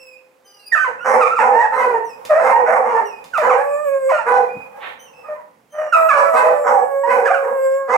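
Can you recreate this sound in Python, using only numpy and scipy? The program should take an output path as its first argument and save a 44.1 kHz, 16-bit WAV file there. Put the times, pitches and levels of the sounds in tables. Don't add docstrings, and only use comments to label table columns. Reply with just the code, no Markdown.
import sys
import numpy as np
from scipy import signal
from scipy.fft import rfft, irfft, next_fast_len
from scipy.io import wavfile
from scipy.ndimage import uniform_filter1d, minimum_filter1d

SR = 44100
rng = np.random.default_rng(int(sys.argv[2]) if len(sys.argv) > 2 else 0)


def to_wav(sig):
    pcm = np.clip(np.atleast_2d(sig), -1, 1) * 32767
    pcm = np.round(pcm).astype(np.int16)
    wavfile.write(sys.argv[1], SR, pcm.T)


N = 351477
TIME = np.arange(N) / SR
CUTOFF_HZ = 15800


def from_db(db):
    return 10 ** (np.asarray(db) / 20)


def rms_one(x):
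    return x / np.sqrt(np.mean(x ** 2) + 1e-20)


def even(x):
    return x / np.sqrt(np.abs(uniform_filter1d(x ** 2, size=700)) + 1e-12)


def at_hz(points, hz):
    f, values = np.transpose(points)
    return np.interp(np.log(np.maximum(hz, 1)), np.log(f), values)


def eq(x, points, amount=1):
    n = x.shape[-1]
    size = next_fast_len(n + 4096)
    gain = from_db(amount * at_hz(points, np.fft.rfftfreq(size, 1 / SR)))
    return irfft(rfft(x, size) * gain, size)[..., :n]


def wobble(n, rate_hz):
    sos = signal.butter(2, min(rate_hz, SR / 4), fs=SR, output="sos")
    return rms_one(signal.sosfilt(sos, rng.standard_normal(n + SR // 4))[-n:])


def automation(rows, rise_s, fall_s):
    s, *columns = np.transpose(rows)
    span = slice(max(int((s[0] - rise_s) * SR), 0), min(int((s[-1] + fall_s) * SR), N))
    t = TIME[span]
    gate = np.clip((t - s[0]) / rise_s + 1, 0, 1) * np.clip((s[-1] - t) / fall_s + 1, 0, 1)
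    return span, gate ** 2, [np.interp(t, s, c) for c in columns]


# f/Hz, gain/dB
YARD_EQ = [(40, -31), (443, -8.5), (3600, -27.5), (12000, -32), (15000, -35)]
# t/s, length/s, level/dB
FAR_CALLS = [(2.0, 0.37, -42.5), (3.025, 0.17, -42), (4.474, 0.12, -40.5), (4.81, 0.083, -41),
             (5.288, 0.031, -41.5)]
def yard():
    air = rms_one(eq(rng.standard_normal((2, N)) + rng.standard_normal(N), YARD_EQ))
    far_level = np.full(N, from_db(-62.5))
    for s, length, db in FAR_CALLS:
        span, gate, _ = automation([(s,), (s + length,)], rise_s=.31, fall_s=.34)
        far_level[span] += from_db(db) * gate
    far_eq = [(380, -31.5), (510, 2), (620, -17), (850, -6), (1500, -23.5), (4000, -42.5)]
    far_dogs = rms_one(eq(rng.standard_normal((2, N)), far_eq))
    bump = from_db(-44) * np.exp(-np.abs(TIME - 4.57) / .027)
    rumble_ride = from_db(np.interp(TIME, [.6, .8, 5.1, 5.5, 5.9], [-20, 5, 2, -1.5, -.5]))
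    rumble_eq = [(60, -12), (170, 4.5), (250, 5.5), (500, -16.5), (2000, -76.5)]
    rumble = (from_db(-65) + bump) * rumble_ride * rms_one(eq(rng.standard_normal(N), rumble_eq))
    waver = from_db(2.1 * wobble(N, rate_hz=9.3))
    return from_db(-60.5) * air + far_level * waver * far_dogs + rumble


# f/Hz, gain/dB
WALL_EQ = [(150, 10.5), (1500, 5.5), (4800, 9)]
# f/Hz, side over mid/dB
WALL_WIDTH = [(250, -8.5), (500, -5), (1000, 1.5), (3000, 3.5), (8000, -5.5)]
# f/Hz, left phase lead/rad
PEN_LEAD = [(900, 0.13), (1700, 0.98), (5000, 0.092)]
def kennel(x, direct_db, echo_db, lead=PEN_LEAD, t60_s=.43):
    t = TIME[:int(.7 * SR)]
    mid, side = rng.standard_normal((2, len(t))) * from_db(-60 * t / t60_s) * (t > .004)
    tail = mid + eq(side, WALL_WIDTH) * [[1], [-1]]
    tail = eq(tail / np.sqrt(np.sum(tail ** 2, axis=1, keepdims=True)), WALL_EQ)
    reverb = signal.fftconvolve(x[None], tail, axes=1)[:, :N]
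    size = next_fast_len(N + SR // 10)
    lag = np.exp(-1j * at_hz(lead, np.fft.rfftfreq(size, 1 / SR)))
    right = irfft(rfft(x, size) * lag, size)[:N]
    return from_db(direct_db) * np.array([x, right]) + from_db(echo_db) * reverb


# f/Hz, gain/dB
SCRAPE_EQ = [(150, -26.5), (600, 2), (1700, 4), (3800, -5), (5000, -30.5), (14000, -48.5)]
def paw_scrape():
    stroke_db = np.interp(TIME, [4.7, 4.79, 4.83, 4.88, 4.93, 5], [-110, -69.5, -47, -51, -74, -110])
    return from_db(stroke_db) * rms_one(eq(rng.standard_normal(N), SCRAPE_EQ))


# t/s, level/dB
MESH_TICKS = [(2.251, -44.5), (3.241, -52.5), (3.376, -44.5)]
def mesh_ticks():
    hits = np.zeros(N)
    for s, db in MESH_TICKS:
        hits[round(s * SR)] = from_db(db)
    t = TIME[:SR // 10]
    rattle = eq(rng.standard_normal(len(t)), [(6000, 4.5), (15000, -7.5)]) * from_db(-60 * t / .047)
    return signal.fftconvolve(hits, rattle)[:N]


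def folds(pitch, jitter, jitter_hz, flicker_db=0):
    n = len(pitch)
    hz = pitch * (1 + jitter * wobble(n, jitter_hz))
    phase = 2 * np.pi * np.cumsum(hz) / SR
    pulses = np.zeros(n)
    for k in range(1, int(CUTOFF_HZ / pitch.min()) + 1):
        flicker = from_db(flicker_db * wobble(n, rate_hz=5)) if flicker_db and k > 4 else 1
        smear = rng.uniform(0, 2 * np.pi) * (k > 3)
        pulses += flicker * np.cos(k * phase + smear) * (k * hz < CUTOFF_HZ)
    return phase, rms_one(pulses)


def rough_folds(phase, pulses, sub_octave, air):
    n = len(phase)
    uneven = wobble(n, rate_hz=170) + sub_octave * np.cos(phase / 2 + 1.5 * wobble(n, rate_hz=30))
    breath = air * rng.standard_normal(n) * (1 + np.cos(phase))
    return rms_one(pulses * uneven + breath)


def tongue_drift(x, step_s=.05, depth_db=5):
    hz = np.geomspace(700, 15000, 30)
    steps = np.arange(len(x)) / (step_s * SR)
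    out = np.zeros(len(x))
    for k in range(int(steps[-1]) + 2):
        ripple_db = depth_db * np.clip(rng.standard_normal(len(hz)), -2, 2) * (hz > hz[0])
        crossfade = np.maximum(1 - np.abs(steps - k), 0)
        out += crossfade * eq(x, np.column_stack([hz, ripple_db]))
    return out


def whine_course(s, length, start_hz, end_hz, db, arch_hz):
    u = np.linspace(0, 1, 16)
    arch = 1 - (2 * u - 1) ** 2
    pitch = start_hz + (end_hz - start_hz) * u + arch_hz * arch
    level_db = db - 3 * (u - .5) + (1 - arch)
    return np.column_stack([s + u * length, pitch, level_db])


# f/Hz, gain/dB
WHINE_EQ = [(2500, 6), (3100, -25), (4850, -8), (5250, -6.5), (6100, -8.5), (8500, -16), (16000, -24.5)]
# t/s, length/s, start f/Hz, end f/Hz, level/dB, arch
# over a straight glide/Hz, overtones/dB
WHINES = [ (0, 0.15, 2690, 2457, -46, 8, 2.5), (0.158, 0.035, 2416, 2700, -51.5, 21, -16),
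          (0.603, 0.058, 4080, 4700, -56, 27, -11), (0.458, 0.26, 3064, 2365, -54, 133, -10.5),
          (0.476, 0.31, 4960, 4620, -54.5, 25.5, 4), (0.672, 0.011, 4840, 4900, -31.5, 6, -5),
          (1, 0.057, 2640, 2926, -44, 150, -20), (2.059, 0.09, 3040, 2515, -47.5, -150, 6),
          (3.061, 0.13, 2923, 2506, -45, -170, -4), (3.672, 0.275, 2530, 2520, -49.5, -70, -9),
          (4.494, 0.17, 2400, 2447, -40.5, 69, -13), (5.003, 0.085, 3030, 2720, -47, 187, -11.5),
          (5.141, 0.15, 2603, 2430, -52, 114.5, -6.5), (5.717, 0.25, 3120, 2794, -52, -77.5, -11)]
def whiner():
    out = np.zeros(N)
    for *row, overtones_db in WHINES:
        span, gate, (pitch, db) = automation(whine_course(*row), rise_s=.022, fall_s=.0081)
        _, pulses = folds(pitch, jitter=.007, jitter_hz=140)
        flutter_db = 3 * wobble(len(db), rate_hz=50)
        whistle = eq(eq(pulses, WHINE_EQ), [(3300, .012), (4700, overtones_db)])
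        out[span] += gate * from_db(db + flutter_db) * even(whistle)
    return out


def howl_course(rows, waver_hz=2.5, waver_db=1.23, waver_jaw_db=1.1):
    s, *columns = np.transpose(rows)
    t = np.arange(s[0], s[-1], 1 / SR)
    curves = [np.interp(t, s, column) + depth * wobble(len(t), rate_hz=9)
              for column, depth in zip(columns, (waver_hz, waver_db, waver_jaw_db))]
    return np.column_stack([t] + curves)


# f/Hz, gain/dB
HOWL_EQ = [(300, -13.5), (550, 10.5), (1150, -9.5), (1700, -16), (2200, -26), (2700, -41.5), (3400, -52.5),
           (5400, -46.5), (6600, -44.5), (7600, -26.5), (8800, -36), (10500, -43), (12400, -34),
           (14000, -58)]
# t/s, f/Hz, level/dB, jaw boost on the overtones/dB
HOWLS = [
    [(0, 517, -47, -4), (.66, 514, -73.5, -6)],
    [(3.58, 555, -20.5, 5.5), (3.75, 582, -19.5, 6), (3.83, 609, -26, 10.5), (3.89, 556, -16, -0.5),
     (3.995, 540.6, -26, 6), (4.06, 529.4, -16.5, -8.5), (4.13, 537.6, -20, -13)],
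    [(5.958, 659.7, -13.5, 19), (6.07, 643.7, -13, 16.5), (6.17, 650, -25, 6), (6.27, 668, -17, 14.5),
     (6.5, 594.7, -20.5, 5), (6.92, 553, -21.5, 6), (7.45, 547.2, -24.5, 8), (7.65, 536, -18.5, 4),
     (7.76, 538, -21, 4), (7.83, 541, -23.5, 17.5), (7.88, 543, -26, 10)],
]
def howler():
    out = np.zeros(N)
    jaw_band = signal.butter(2, [850, 1700], "band", fs=SR, output="sos")
    for rows in HOWLS:
        span, gate, (pitch, db, jaw_db) = automation(howl_course(rows), rise_s=.02, fall_s=.01)
        phase, pulses = folds(pitch, jitter=.004, jitter_hz=110, flicker_db=4)
        strain = .05 * from_db(jaw_db / 2) * rough_folds(phase, pulses, sub_octave=2, air=1.4)
        voice = eq(pulses + strain, HOWL_EQ)
        jaw_boost = (from_db(jaw_db) - 1) * signal.sosfiltfilt(jaw_band, voice)
        out[span] += gate * from_db(db) * even(voice + jaw_boost)
    return out


# f/Hz, left phase lead/rad
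HOWL_LEAD = [(100, 0.4), (500, 1.25), (650, 2.1), (1100, 0.88), (3000, 0.38)]
# t/s, left over right/dB
HOWL_PAN = [(4.2, -1.5), (7.5, 0)]
def howler_pen(howls):
    pan = from_db(np.interp(TIME, *np.transpose(HOWL_PAN)) * [[.5], [-.5]])
    return pan * kennel(howls, direct_db=.5, echo_db=-15.5, lead=HOWL_LEAD)


def yelp_course(s, length, start_hz, end_hz, db, rough, low_hz, low_db, crack_s=.0066, hold_s=.033):
    crack = s + length
    return [(s - .004, start_hz * 1.05, db - 16.5, rough),
            (s, start_hz, db - 3.5, rough),
            (s + length / 2, start_hz + .6 * (end_hz - start_hz), db, rough),
            (crack, end_hz, db, rough),
            (crack + crack_s, low_hz, low_db, .25),
            (crack + crack_s + hold_s, low_hz * .9, low_db - 3, .32)]


def cry_course(s, length, start_hz, end_hz, db, rough):
    return [(s + u * length, start_hz + u * (end_hz - start_hz), db + effort_db, rough)
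            for u, effort_db in [(0, -.5), (.13, 0), (1, -2)]]


# f/Hz, gain/dB
YELP_EQ = [(100, -34), (330, -22.5), (550, 9.5), (1000, 5), (1700, 0.5), (2600, -10), (3300, -28.5),
           (4500, -26), (7500, -24.5), (11000, -36), (16000, -51)]
# f/Hz, gain/dB
BITE_EQ = [(1700, 5.5), (2700, 9.5), (4300, 9), (7000, 8)]
# t/s, length/s, start f/Hz, end f/Hz, level/dB, roughness/0-1, then after the crack f/Hz, level/dB
YELPS = [ (0.724, .022, 1893, 1741, -13.5, 0, 1358, -18), (0.782, 0.058, 1540, 1530, -19.5, 0, 1060, -21),
         (1.211, 0.028, 1355, 1186, -9, 0.44, 1184, -21.5),
         (1.359, 0.026, 1346, 1154, -20, 0.1, 912, -12.5),
         (1.592, 0.03, 1846, 1904, -23.5, 0.21, 1768, -27.5),
         (3.338, 0.04, 1490, 1166, -19, 0.13, 646, -16.5),
         (3.497, 0.02, 1344, 1060, -12.5, 0.12, 1018, -21),
         (4.095, 0.019, 1114, 991, -17.5, 0.48, 653, -15), (4.133, 0.05, 1455, 1387, -22.5, 0.3, 959, -23),
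         (5.928, 0.0201, 1432, 1270, -9.5, .06, 1312, -15.5),
         (6.091, 0.027, 1349, 1126, -2, 0.17, 1060, -40), (6.1, 0.027, 1720, 1654, -11.5, 0.15, 1540, -15),
         (7.255, 0.024, 1640, 1619, -19, 0.82, 1279, -20.5),
         (7.338, 0.013, 1606, 1420, -18.5, 0.16, 1340, -28)]
# t/s, length/s, start f/Hz, end f/Hz, level/dB,
# roughness/0-1
CRIES = [ (0.446, 0.35, 396.3, 422.5, -61, 0.15), (0.883, 0.029, 510, 461, -26, 0.51),
         (1.008, 0.052, 1402, 1510, -32.5, 0.1), (1.311, 0.028, 1304, 1355, -16.5, 0.12),
         (1.542, 0.083, 892.6, 969.5, -13.5, 0.36), (1.632, 0.032, 853, 874, -12, 0.3),
         (1.723, 0.027, 888, 908, -18, .08), (1.801, 0.05, 972, 990, -18, 0.06),
         (1.941, 0.031, 924, 901, -18, 0.09), (2.026, 0.024, 881, 947, -25.5, .15),
         (2.307, 0.037, 633, 573.5, -9.5, 0.54), (2.352, 0.048, 614.7, 678, -10.5, 0.38),
         (2.524, 0.06, 903, 955, -10.5, 0), (2.685, 0.041, 618, 687, -13.5, 0.54),
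         (2.954, 0.046, 873, 923, -16, .15), (3.57, 0.05, 784, 852, -18, 0.55),
         (4.738, 0.14, 812, 841, -43, 0.16), (5.25, 0.035, 1240, 1190, -37.5, .6),
         (5.289, 0.048, 615, 598.5, -27.5, 0.2), (5.358, 0.061, 1020, 958, -40, .6),
         (5.748, 0.095, 609.6, 603.5, -32.5, 0.8), (5.786, 0.092, 624, 608.6, -23, 0.44),
         (6.437, 0.058, 625, 663, -10.5, 0.38), (7.037, 0.081, 933.5, 1003, -19.5, 0.11),
         (7.307, 0.0093, 689, 787, -8.5, 0.27)]
def yelpers():
    out = np.zeros(N)
    yelps = [(yelp_course(*row), .79) for row in YELPS]
    cries = [(cry_course(*row), -2.4) for row in CRIES]
    for rows, bite in yelps + cries:
        rise_s = .005 + .046 * rows[0][3] ** 2
        span, gate, (pitch, db, rough) = automation(rows, rise_s, fall_s=.017)
        phase, pulses = folds(pitch, jitter=.008 + .03 * rough, jitter_hz=220)
        voiced = eq(pulses, [(2900, 0), (5000, -9)])
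        swing = .5 * np.cos(phase)
        turbulence = rng.standard_normal(len(phase)) * (1 + .6 * np.cos(phase))
        hiss = (.95 + .46 * rough) * tongue_drift(eq(turbulence, [(2800, -30), (5500, -5.5)]))
        grit = (.08 + 1.5 * rough) * rough_folds(phase, pulses, sub_octave=.5, air=.8)
        voice = eq(voiced + hiss + swing + grit, BITE_EQ, amount=bite)
        out[span] += gate * from_db(db) * even(eq(voice, YELP_EQ))
    return out


def mouth(x, hz, q=3.8, ring_db=2):
    ring, state = np.zeros(len(x)), np.zeros(2)
    for i in range(0, len(x), 128):
        block = slice(i, i + 128)
        ring[block], state = signal.lfilter(*signal.iirpeak(hz[i], q, fs=SR), x[block], zi=state)
    return x + from_db(ring_db) * ring


def second_tone(hz, pulses, fall=.0995, coupling=.35):
    n = len(pulses)
    glide = hz * (1 + fall * np.linspace(.5, -.5, n)) * (1 + .035 * wobble(n, rate_hz=90))
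    return np.sqrt(2) * np.cos(2 * np.pi * np.cumsum(glide) / SR) * (1 + coupling * pulses)


# f/Hz, gain/dB
HOUND_EQ = [(600, -42), (900, 12), (1500, -1), (2000, -5), (2500, -15.5), (3300, -32), (5300, -30),
            (8000, -33), (16000, -47.5)]
# f/Hz, gain/dB
RASP_EQ = [(130, -41), (235, -7.5), (330, -32), (450, -2), (650, 4.5), (850, 7), (1100, 3), (1400, -3.5),
           (1900, -9.5), (2450, -19.5), (3600, -56.5), (5400, -30), (8500, -34), (15000, -50)]
# t/s, length/s, f/Hz, end f/Hz, level/dB, overtones/dB, second tone f/Hz, second tone/dB, rasp/dB
BARKS = [ (1.062, .18, 515, 476, -11, -10, 867.6, -2, -0.5),
         (1.399, .17, 500.9, 470.6, -13.5, -14, 810, 2, 2.5),
         (1.731, .26, 506.8, 444.6, -17.5, -3, 790, -25.5, -5),
         (2.41, .24, 514.6, 490.5, -12.5, -4.5, 854.5, 3, 1),
         (2.672, 0.2075, 511, 487.3, -14.5, -14.5, 769.5, -2.5, -1.5),
         (2.858, .17, 475.6, 406.4, -19, 6.5, 879, 4, 9.5),
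         (3.429, .125, 506, 489.4, -11.5, -7.5, 808, -9.5, -3),
         (4.274, 0.1613, 498.7, 481.4, -12, -8, 815.5, 0, -6.5),
         (6.123, 0.11, 584, 543, -9, -0.5, 998, -2, -3.5),
         (6.346, 0.1787, 504.2, 489, -10.5, 0, 844, 4, 2.5),
         (6.656, 0.1735, 516.4, 486, -13, -17.5, 801.4, 6.5, 1),
         (7.08, .17, 496.7, 465.4, -15.5, -5, 762, -4.5, -5),
         (7.433, .1, 499.4, 475, -21.5, -20, 830, -22, -3.5),
         (7.897, 0.17, 513.4, 492, -12.5, -5, 800, -5, -3.5)]
def hound():
    out = np.zeros(N)
    chest_band = signal.butter(4, 1150, fs=SR, output="sos")
    for s, length, hz, end_hz, db, overtones_db, second_hz, second_db, rasp_db in BARKS:
        # t/s, effort/dB, f/Hz, jaw/dB, second tone/dB, mouth resonance/Hz
        course = [(s, -4, .985 * hz, 2, -16, 1400),
                  (s + .25 * length, 1, 1.012 * hz, 2, -5, 1050),
                  (s + .7 * length, -1, hz + .318 * (end_hz - hz), -3, 1.5, 780),
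                  (s + length, -7, end_hz, -6, -2, 700)]
        span, gate, controls = automation(course, rise_s=.03, fall_s=.027)
        effort_db, pitch, jaw_db, break_db, mouth_hz = controls
        n = len(gate)
        wander = 1 + .01612 * wobble(n, rate_hz=22.4)
        phase, pulses = folds(pitch * wander, jitter=.018, jitter_hz=158)
        shimmer_db = 5 * wobble(n, rate_hz=24)
        tone = np.sqrt(2) * np.cos(phase) * from_db(shimmer_db - jaw_db / 2)
        second = from_db(second_db + break_db) * even(eq(second_tone(second_hz, pulses), RASP_EQ))
        grit = eq(rough_folds(phase, pulses, sub_octave=1.1, air=.15), RASP_EQ)
        rasp = even(mouth(tongue_drift(grit), mouth_hz))
        rasp *= from_db(rasp_db + jaw_db / 2 + 4 * wobble(n, rate_hz=35))
        overtones = from_db(overtones_db + jaw_db / 2) * even(tongue_drift(eq(pulses, HOUND_EQ)))
        voice = tone + overtones + second + rasp
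        chest = signal.sosfiltfilt(chest_band, voice)
        top = from_db(jaw_db) * (voice - chest)
        out[span] += gate * from_db(db + effort_db) * even(chest + top)
    return signal.sosfilt(signal.butter(2, 170, "high", fs=SR, output="sos"), out)


def scene():
    return (kennel(hound(), direct_db=-2, echo_db=-8)
            + kennel(yelpers(), direct_db=0, echo_db=-10)
            + howler_pen(howler())
            + kennel(whiner(), direct_db=-4.5, echo_db=-15.5)
            + kennel(paw_scrape() + mesh_ticks(), direct_db=11.5, echo_db=6)
            + yard())


# f/Hz, left over right/dB
MIC_SHADE = [(200, -3.5), (700, -2.5), (1300, -5.5), (2200, -11.5), (4000, 1), (12000, -2)]
def record(dry, ceiling=.9):
    mics = np.array([eq(dry[0], MIC_SHADE, amount=.33), eq(dry[1], MIC_SHADE, amount=-.68)])
    duck = ceiling / np.maximum(np.abs(mics).max(axis=0), ceiling)
    gain = uniform_filter1d(minimum_filter1d(duck, size=601), size=601)
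    low_cut = signal.butter(4, 42, "high", fs=SR, output="sos")
    high_cut = signal.ellip(10, .1, 80, CUTOFF_HZ, fs=SR, output="sos")
    fade_out = np.minimum((TIME[-1] - TIME) / .008, 1)
    return signal.sosfilt(high_cut, fade_out * signal.sosfilt(low_cut, mics * gain))


dry = scene()
out = record(dry)
to_wav(out)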